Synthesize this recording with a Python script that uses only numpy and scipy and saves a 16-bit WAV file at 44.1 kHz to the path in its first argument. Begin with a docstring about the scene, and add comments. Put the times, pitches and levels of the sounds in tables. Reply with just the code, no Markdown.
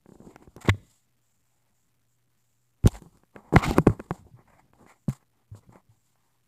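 """A cat bumps and paws at a small hand-held camera in a quiet carpeted room, for six and a half seconds.
Light taps ring the plastic case up to one solid knock at 0.7 s, then comes a lull of faint hiss and hum.
A sharp bump breaks it at 2.8 s; the heaviest blows and thumps, with rough scuffing, crowd in from 3.5 to 4.1 s.
Lighter taps and strokes follow, with one firmer knock at 5.1 s: knocks ring damped case modes, thumps are low
swings, and strokes are dense tiny catches. The converter turns the quiet floor into a flicker between two steps."""
import sys
import numpy as np
from scipy import signal
from scipy.fft import rfft, irfft, next_fast_len
from scipy.io import wavfile
from scipy.ndimage import map_coordinates

SR = 44100
rng = np.random.default_rng(int(sys.argv[2]) if len(sys.argv) > 2 else 0)


def dump_mix(stems):
    """Bounce the given channels to the path in sys.argv[1] as a 16-bit WAV at rate SR."""
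    frames = np.atleast_2d(stems).T  # one column per channel
    limited = np.clip(frames, -1, 1)  # hard clip at full scale
    pcm = np.round(limited * 32767).astype(np.int16)
    wavfile.write(sys.argv[1], SR, pcm)


def convert_level_to_amplitude(level_db):
    """Map a level in decibels to its linear amplitude factor."""
    exponent = np.asarray(level_db, float) / 20
    return 10 ** exponent


N = 285327

# resonances of the undamped plastic case: (frequency [Hz], level [dB], t60 [s])
CASE_MODES = [(216, -4, .035), (355, -2, 0.025), (520, -4.5, 0.02), (773, 0, 0.016), (1020, 2.5, 0.012),
              (1360, -3, 0.017), (1565, -8, .02), (2050, -1.5, 0.015), (2410, -5.5, .016),
              (2910, -10.5, .012), (3827, -18.5, 0.016), (6850, -18.5, 0.012)]


def rms_one(x):
    """Scales a signal to rms 1."""
    return x / np.sqrt(np.mean(x ** 2) + 1e-30)


def band(x, low_hz, high_hz):
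    """Gentle band-pass."""
    return signal.sosfilt(signal.butter(2, [low_hz, high_hz], "band", fs=SR, output="sos"), x)


def coloured(x, spectrum):
    """Shapes a signal by a spectrum of (frequency [Hz], density [dB per Hz]) points; rms 1."""
    size = next_fast_len(N)
    hz, db = np.transpose(spectrum)
    bin_hz = np.maximum(np.arange(size // 2 + 1) * SR / size, 1)
    gain = convert_level_to_amplitude(np.interp(np.log(bin_hz), np.log(hz), db))
    return rms_one(irfft(rfft(x, size) * gain, size)[:N])


def drift(points_per_s):
    """Smooth random wandering; rms 1."""
    points = rng.standard_normal(int(N / SR * points_per_s) + 2)
    return rms_one(map_coordinates(points, [np.arange(N) * points_per_s / SR], order=3))


def ring(clicks, hz, t60):
    """A two-pole resonator: a unit click sets a dying sine of about height 1 ringing."""
    decay, turn = convert_level_to_amplitude(-60 / (t60 * SR)), 2 * np.pi * hz / SR
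    poles = [1, -2 * decay * np.cos(turn), decay ** 2]
    return signal.lfilter([0, np.sin(turn)], poles, clicks + 1e-18)


def grains(per_s, spread_db):
    """Tiny random catches of hair and skin on the shell; rms 1."""
    sizes = convert_level_to_amplitude(spread_db * np.minimum(rng.exponential(1, N), 4))
    signs = rng.choice([-1, 1], N)
    return rms_one(sizes * signs * (rng.random(N) < per_s / SR))


def add(out, start_s, piece):
    """Mixes a piece into the track from a given time."""
    at = round(start_s * SR)
    out[at:at + len(piece)] += piece[:N - at]


def contact(contact_hz):
    """A contact drives the case modes near its own pitch most and those further away less."""
    ratio = np.transpose(CASE_MODES)[0] / contact_hz
    return ratio ** 1.294 / (1 + ratio ** 2.795)


def taps():
    """The case is pressed in, springs back and rings; a hard edge adds a brief crack at the peak."""
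    # knocks on the case: (peak time [s], peak level [dB], contact pitch [Hz], crack relative to knock [dB])
    knocks = [(0.0601, -41, 437, -34), (0.0925, -39, 318, -33), (0.1221, -38, 343, -30),
              (0.155, -42, 306, -36), (0.2048, -37, 303, -36), (0.2203, -42, 300.0, -36),
              (0.2714, -43.5, 306, -25), (0.3607, -30.5, 870, -14), (0.4258, -43, 376, -38),
              (0.4766, -39, 332, -26), (0.5656, -32, 400, -6.5), (0.5807, -37.5, 450, -36),
              (0.6495, -29.5, 580, -42), (0.6877, -7.5, 330, -30), (0.7466, -35.5, 270.5, -36),
              (2.8405, -36.5, 1271, -7.5), (2.8452, -31, 286, -29), (2.8602, -10, 272, -28),
              (2.867, -25, 1500, -1), (2.8744, -15.5, 370, 3.5), (2.932, -50, 1500, 8.5),
              (2.9541, -32.5, 910, -25), (3.0224, -39, 364, -6), (3.0622, -42, 277, -36),
              (3.1605, -71, 935, 5.5), (3.173, -51.5, 900, 0.5), (3.1835, -66.5, 900, 8),
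              (3.2354, -45, 587, -36), (3.3621, -26, 743, -23.5), (3.5279, -17, 373, -28.5),
              (3.5402, -9, 325, -25), (3.5468, -13, 316, -33.5), (3.5598, -7, 596, -17.5),
              (3.5627, 5, 810, -26), (3.7105, -12, 325, -11), (3.7838, 1.5, 486, -19),
              (3.8668, -16, 507, -28), (3.8723, 3, 410, -28), (3.8793, -13, 300, -19),
              (3.8973, -20.5, 350.0, -26), (3.9954, -30.5, 580, -41), (4.001, -23, 610, -15.5),
              (4.109, -11.5, 520.0, -25.5), (4.2684, -44.5, 330.0, -36), (4.3904, -49.5, 470.0, -35),
              (4.7347, -43, 915, -22), (4.8644, -39.5, 630.0, -28), (5.0836, -22.5, 260.0, -32.5),
              (5.0895, -45.5, 897, 12), (5.0962, -32, 1528, 0.5), (5.1035, -37.5, 1514, -5.5),
              (5.2274, -55, 620.0, -13), (5.549, -39.5, 353.4, -35.5), (5.6944, -45, 340.0, -33.5),
              (5.731, -47.5, 646, -24.5), (5.7576, -38.5, 610.0, -18), (6.157, -55.5, 995, -20.5)]
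    out, t = np.zeros(N), np.arange(2200) / SR
    hz, mode_db, t60 = np.transpose(CASE_MODES)[:, :, None]
    # the paw stays on the case after a blow and damps the ring
    rings = np.sin(2 * np.pi * hz * t) * convert_level_to_amplitude(mode_db - 60 * t / (0.55 * t60))
    strengths = convert_level_to_amplitude(rng.normal(0, 3, (len(knocks), len(CASE_MODES))))
    noise = rng.standard_normal((len(knocks), len(t)))
    for k, (peak_s, peak_db, contact_hz, crack_db) in enumerate(knocks):
        press_in = -np.expm1(-t * contact_hz * 2.2)
        knock = (contact(contact_hz) * strengths[k]) @ rings * press_in
        knock = band(knock, 99, 4.6 * contact_hz)  # a soft pad rounds the edge of the blow
        crack = band(noise[k] * convert_level_to_amplitude(-60 * t / 0.0042), 2800, 12000)
        knock_peak = np.abs(knock).max()
        add(out, peak_s - np.abs(knock).argmax() / SR, convert_level_to_amplitude(peak_db) * knock / knock_peak)
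        add(out, peak_s - 0.0007, convert_level_to_amplitude(peak_db + crack_db) * crack / np.abs(crack).max())
    return out


def thumps():
    """The whole camera rocks in the hand: a damped low swing with a soft start."""
    # swings of the body in the grip: (start time [s], peak level [dB], frequency [Hz], t60 [s])
    swings = [(0.089, -52, 187, 0.073), (0.118, -60, 178, 0.069), (0.156, -41.5, 194, 0.022),
              (0.21, -47, 172.5, 0.17), (0.27, -40, 225, 0.031), (0.477, -45, 66, 0.035),
              (0.564, -38, 125, 0.072), (0.648, -38.5, 132, 0.089), (0.69, -11.5, 97.9, 0.13),
              (0.743, -39.5, 125.4, 0.15), (2.842, -10.5, 98.5, 0.078), (2.86, -5.5, 101, 0.023),
              (2.925, -38, 49, 0.21), (3.019, -44.5, 171, 0.071), (3.06, -45, 169, 0.095),
              (3.14, -54.5, 151.7, 0.07), (3.353, -42.5, 211, 0.17), (3.55, -11, 198, 0.088),
              (3.566, -5.5, 123, 0.028), (3.712, -25.5, 212, 0.1), (3.792, -13.5, 152, 0.071),
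              (3.871, -6.5, 125.3, 0.061), (3.897, -15, 109, 0.067), (3.997, -29, 218, 0.05),
              (4.109, -20.5, 182, 0.058), (4.25, -47, 88.8, 0.08), (4.312, -50.5, 142.5, 0.087),
              (4.336, -41, 120, 0.13), (4.391, -49, 120.7, 0.055), (4.82, -54, 102.2, 0.08),
              (5.081, -19.5, 199, 0.053), (5.086, -18, 131, 0.085), (5.515, -34.5, 103, 0.18),
              (5.685, -45.5, 118.6, 0.16), (5.752, -49.5, 191, 0.12), (5.89, -51, 109, 0.17)]
    wrist_hz, wrist_db, wrist_t60_s = 62.6, -11.5, 0.04
    out, t = np.zeros(N), np.arange(SR // 3) / SR
    # the wrist gives way too, with a swing of its own
    wrist = np.sin(2 * np.pi * wrist_hz * t) * convert_level_to_amplitude(wrist_db - 60 * t / wrist_t60_s)
    for start_s, peak_db, hz, t60 in swings:
        soft_start = -np.expm1(-t * hz * 3.4)
        swing = np.sin(2 * np.pi * hz * t) * convert_level_to_amplitude(-60 * t / t60) * soft_start
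        swing = band(swing + wrist, 39, 1200)
        add(out, start_s, convert_level_to_amplitude(peak_db) * swing / np.abs(swing).max())
    return out


def rubbing():
    """Fur, paw and fingers stroke the shell: dense catches excite its modes, finer ones hiss in the treble."""
    # strokes, levels before pressure and unevenness:
    # (start time [s], length [s], scuff level [dB], contact pitch [Hz], fur hiss level [dB])
    strokes = [(0.022, 0.23, -63.5, 385, -73.5), (0.205, 0.3, -70, 2130, -88),
               (0.173, 0.22, -52.5, 344, -70.5), (0.408, 0.064, -69.5, 1520, -77),
               (0.351, 0.16, -58.5, 396, -78), (0.46, 0.19, -72, 565, -77), (0.558, 0.057, -57, 487, -86),
               (0.603, 0.036, -52, 1510, -53.5), (0.634, 0.02, -56.5, 1000, -62),
               (0.643, 0.034, -39, 856, -50.5), (0.671, 0.02, -34.5, 820, -45),
               (0.689, 0.016, -20, 2400, -34), (0.688, 0.2, -64, 347, -73.5),
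               (0.801, 0.24, -77.5, 966, -66.5), (1.399, 0.48, -82.5, 980, -97.5),
               (2.738, 0.19, -83.5, 730, -90.5), (2.821, 0.024, -59, 291, -80),
               (2.852, 0.0104, -35.5, 434, -46), (2.857, 0.041, -36.5, 414, -41.5),
               (2.892, 0.046, -59.5, 810, -60.5), (2.926, 0.078, -49, 890, -54),
               (2.986, 0.12, -57.5, 395, -73), (3.043, 0.22, -71.5, 550, -78),
               (3.325, 0.11, -51.5, 564, -72.5), (3.394, 0.17, -59, 584, -80.5),
               (3.523, 0.05, -33.5, 412, -54), (3.559, 0.063, -34.5, 930, -42),
               (3.594, 0.062, -29.5, 800, -66), (3.614, 0.056, -24.5, 1400, -33),
               (3.658, 0.019, -43, 1300, -50), (3.629, 0.14, -32.5, 691, -40),
               (3.746, 0.059, -33, 606, -50), (3.794, 0.056, -46, 322, -64.5),
               (3.836, 0.15, -41.5, 480, -61.5), (3.953, 0.15, -57, 544, -66.5),
               (4.076, 0.12, -55, 560, -64), (4.131, 0.12, -64.5, 720, -70.5),
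               (4.233, 0.092, -62.5, 342, -79), (4.33, 0.13, -61.5, 615, -93.5),
               (4.442, 0.15, -60.5, 1000, -77), (4.548, 0.098, -63, 1000, -77.5),
               (4.623, 0.094, -73, 520, -95), (4.722, 0.066, -66.5, 542, -83.5),
               (4.761, 0.122, -53.5, 526, -72.5), (4.853, 0.099, -55.5, 1000, -64.5),
               (4.921, 0.088, -73, 855, -83), (5.068, 0.13, -57.5, 880, -57.5),
               (5.171, 0.094, -74, 723, -90), (5.3, 0.18, -73.5, 700, -99.5), (5.511, 0.055, -64, 570, -76),
               (5.536, 0.09, -64, 500, -65), (5.597, 0.096, -70.5, 830, -86),
               (5.688, 0.061, -63.5, 560, -74.5), (5.712, 0.11, -55, 750, -73.5),
               (5.871, 0.118, -74.5, 580, -81.5), (5.968, 0.21, -82.5, 930, -77),
               (6.093, 0.35, -79, 860, -85.5)]
    # fur hiss of a light touch, then of a firm one: (frequency [Hz], relative density [dB per Hz])
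    fur_spectra = [
        [(1650, -43), (2800, -11.5), (3710, -11), (4820, -9), (5990, -15), (7230, -1), (10000, -13.5),
         (13800, -17), (15800, -21.5)],
        [(1410, -27.5), (2400, -3.5), (2680, -1), (3670, -1.5), (5450, -7.5), (6330, -11.5), (7130, -4.5),
         (10000, -19), (14300, -16.5), (15800, -22.5)],
    ]
    peak_share = 0.45  # a stroke presses hardest after this share of its length
    divide_below, multiply_above = 6.2, 2.7  # scuff band edges relative to the contact pitch
    out = np.zeros(N)
    catches = grains(6000, spread_db=1.0)
    # the rubbing touch damps the modes
    modes = np.array([convert_level_to_amplitude(db) * ring(catches, hz, 0.53 * t60) for hz, db, t60 in CASE_MODES])
    modes[1::2] *= -1
    hairs = grains(15000, spread_db=2.0)
    light, firm = (coloured(hairs, spectrum) for spectrum in fur_spectra)
    uneven = convert_level_to_amplitude(2.2 * drift(140) + 1.4 * drift(35))
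    strengths = convert_level_to_amplitude(rng.normal(0, 2, (len(strokes), len(CASE_MODES))))
    for (start, length, scuff_db, contact_hz, fur_db), strength in zip(strokes, strengths):
        peak, end = start + peak_share * length, start + length
        at = np.arange(round(start * SR), round(end * SR))
        rise_and_fall = np.interp(at / SR, [start, peak, end], [0, 1, 0])
        pressure = np.sin(np.pi / 2 * rise_and_fall) ** 1.8
        scuff = contact(contact_hz) ** 0.9 * strength @ modes[:, at]
        # the sliding contact picks out the region of its own pitch
        scuff = rms_one(band(scuff, contact_hz / divide_below, contact_hz * multiply_above))
        # a louder hiss takes on the spectrum of a firmer touch
        firmness = np.clip((fur_db + 57) / 14, 0, 1)
        fur = firmness * firm[at] + (1 - firmness) * light[at]
        add(out, start, pressure * uneven[at] * (convert_level_to_amplitude(scuff_db) * scuff + convert_level_to_amplitude(fur_db) * fur))
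    return out


def grip():
    """Shifting pressure of the holding hand rumbles through the body as low noise."""
    # how much the hand shifts, before a random waver: (time [s], level [dB])
    hand_shifts = [(0.0, -76.5), (0.12, -77), (0.24, -57), (0.55, -67.5), (0.63, -50.5), (0.88, -62.5),
                   (0.96, -84), (2.78, -84), (2.95, -58.5), (3.15, -61.5), (3.3, -92), (3.4, -71.5),
                   (3.58, -51), (3.7, -29), (3.8, -50), (3.94, -54.5), (4.08, -60.5), (4.21, -58.5),
                   (4.31, -73), (4.46, -66.5), (4.87, -74.5), (5.45, -83), (5.55, -69.5), (5.76, -66.5),
                   (5.9, -80), (6.2, -83.5)]
    # rumble colour: (frequency [Hz], relative density [dB per Hz])
    rumble_spectrum = [(12, -35), (20, -7), (97, -2.5), (157, -4.5), (221, -5.5), (262, -10), (300, -9.5),
                       (390, -38.5), (660, -120)]
    level_db = np.interp(np.arange(N) / SR, *np.transpose(hand_shifts))
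    return coloured(rng.standard_normal(N), rumble_spectrum) * convert_level_to_amplitude(level_db + 3.4 * drift(25))


def room(x):
    """The walls answer every contact with a faint dying wash of noise."""
    # the air hears the case brighter than the shell does: (frequency [Hz], relative density [dB per Hz])
    wash_spectrum = [(100, -32), (300, -24), (1000, -16), (2000, -15), (5000, -5), (8000, -6), (13000, 4.5),
                     (16000, 2)]
    level_db, t60_s, build_up_s = -24, 0.77, 0.0066
    t = np.arange(N) / SR
    answer = coloured(rng.standard_normal(N), wash_spectrum) * convert_level_to_amplitude(-60 * t / t60_s)
    answer = answer * -np.expm1(-t / build_up_s)
    answer = answer[:SR] / np.sqrt(np.sum(answer ** 2))
    return convert_level_to_amplitude(level_db) * signal.fftconvolve(x, answer)[:N]


def treble_swells():
    """Faint narrow-band noise near 7.3 kHz swells now and then, like very light strokes of fur."""
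    # rounded swells added to a fainter steady level: (peak time [s], level [dB], half length [s])
    swells = [(0.266, -74, 0.091), (0.939, -77.5, 0.14), (1.321, -82, 0.13), (1.544, -83.5, 0.11),
              (1.799, -82.5, 0.1), (2.125, -81, 0.063), (2.553, -84, 0.22), (4.164, -76, 0.05),
              (5.0, -80, .08), (6.001, -83, .1)]
    steady_db, treble_hz, treble_width_hz = -101, 7350, 1100
    t = np.arange(N) / SR
    low_hz, high_hz = treble_hz - treble_width_hz / 2, treble_hz + treble_width_hz / 2
    treble = rms_one(band(rng.standard_normal(N), low_hz, high_hz))
    treble_level = np.full(N, convert_level_to_amplitude(steady_db))
    for peak_s, db, half_s in swells:
        treble_level += convert_level_to_amplitude(db) * np.clip(1 - ((t - peak_s) / half_s) ** 2, 0, 1)
    return treble_level * treble


def microphone_hiss():
    """The microphone's own noise: steady and coloured."""
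    # hiss colour: (frequency [Hz], relative density [dB per Hz])
    hiss_spectrum = [(12, -4.5), (25, -4.5), (50, -5), (100, -1.5), (200, -1.5), (500, -9.5), (1000, -7),
                     (2000, -10), (5000, -18.5), (7500, -16), (10000, -18), (15600, -15), (16300, -42)]
    return convert_level_to_amplitude(-84) * coloured(rng.standard_normal(N), hiss_spectrum)


def mains_hum():
    """A faint mains tone whose phase and level waver."""
    hum_hz, level_db, waver_db, slip_rad = 120, -81, 2, 0.7
    t = np.arange(N) / SR
    tone = np.sqrt(2) * np.sin(2 * np.pi * hum_hz * t + slip_rad * drift(6.6))
    return tone * convert_level_to_amplitude(level_db + waver_db * drift(6.0))


def scene():
    """Handling and its echo in the room, over grip rumble, treble swells, hiss and hum; one channel."""
    handling = taps() + thumps() + rubbing()
    background = grip() + treble_swells() + microphone_hiss() + mains_hum()
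    return (handling + room(handling) + background)[None]


def coarse_steps(x):
    """The converter rounds down to coarse steps, so the faint floor flickers between two of them."""
    step, offset = 15 / 32768, -0.000024  # of full scale
    return step * np.floor((x + offset) / step)


def roll_off(x):
    """The treble ends steeply here."""
    return signal.sosfilt(signal.butter(12, 16510, fs=SR, output="sos"), x)


def record(dry):
    """Peaks are rounded, the converter is coarse, the top is cut."""
    rounded = 0.9 * np.tanh(dry / 0.9)
    # 70 dB down from 16400 Hz
    top_cut = signal.cheby2(12, 70, 16400, fs=SR, output="sos")
    mix = signal.sosfilt(top_cut, coarse_steps(rounded))
    return roll_off(mix)


dry = scene()
out = record(dry)
dump_mix(out)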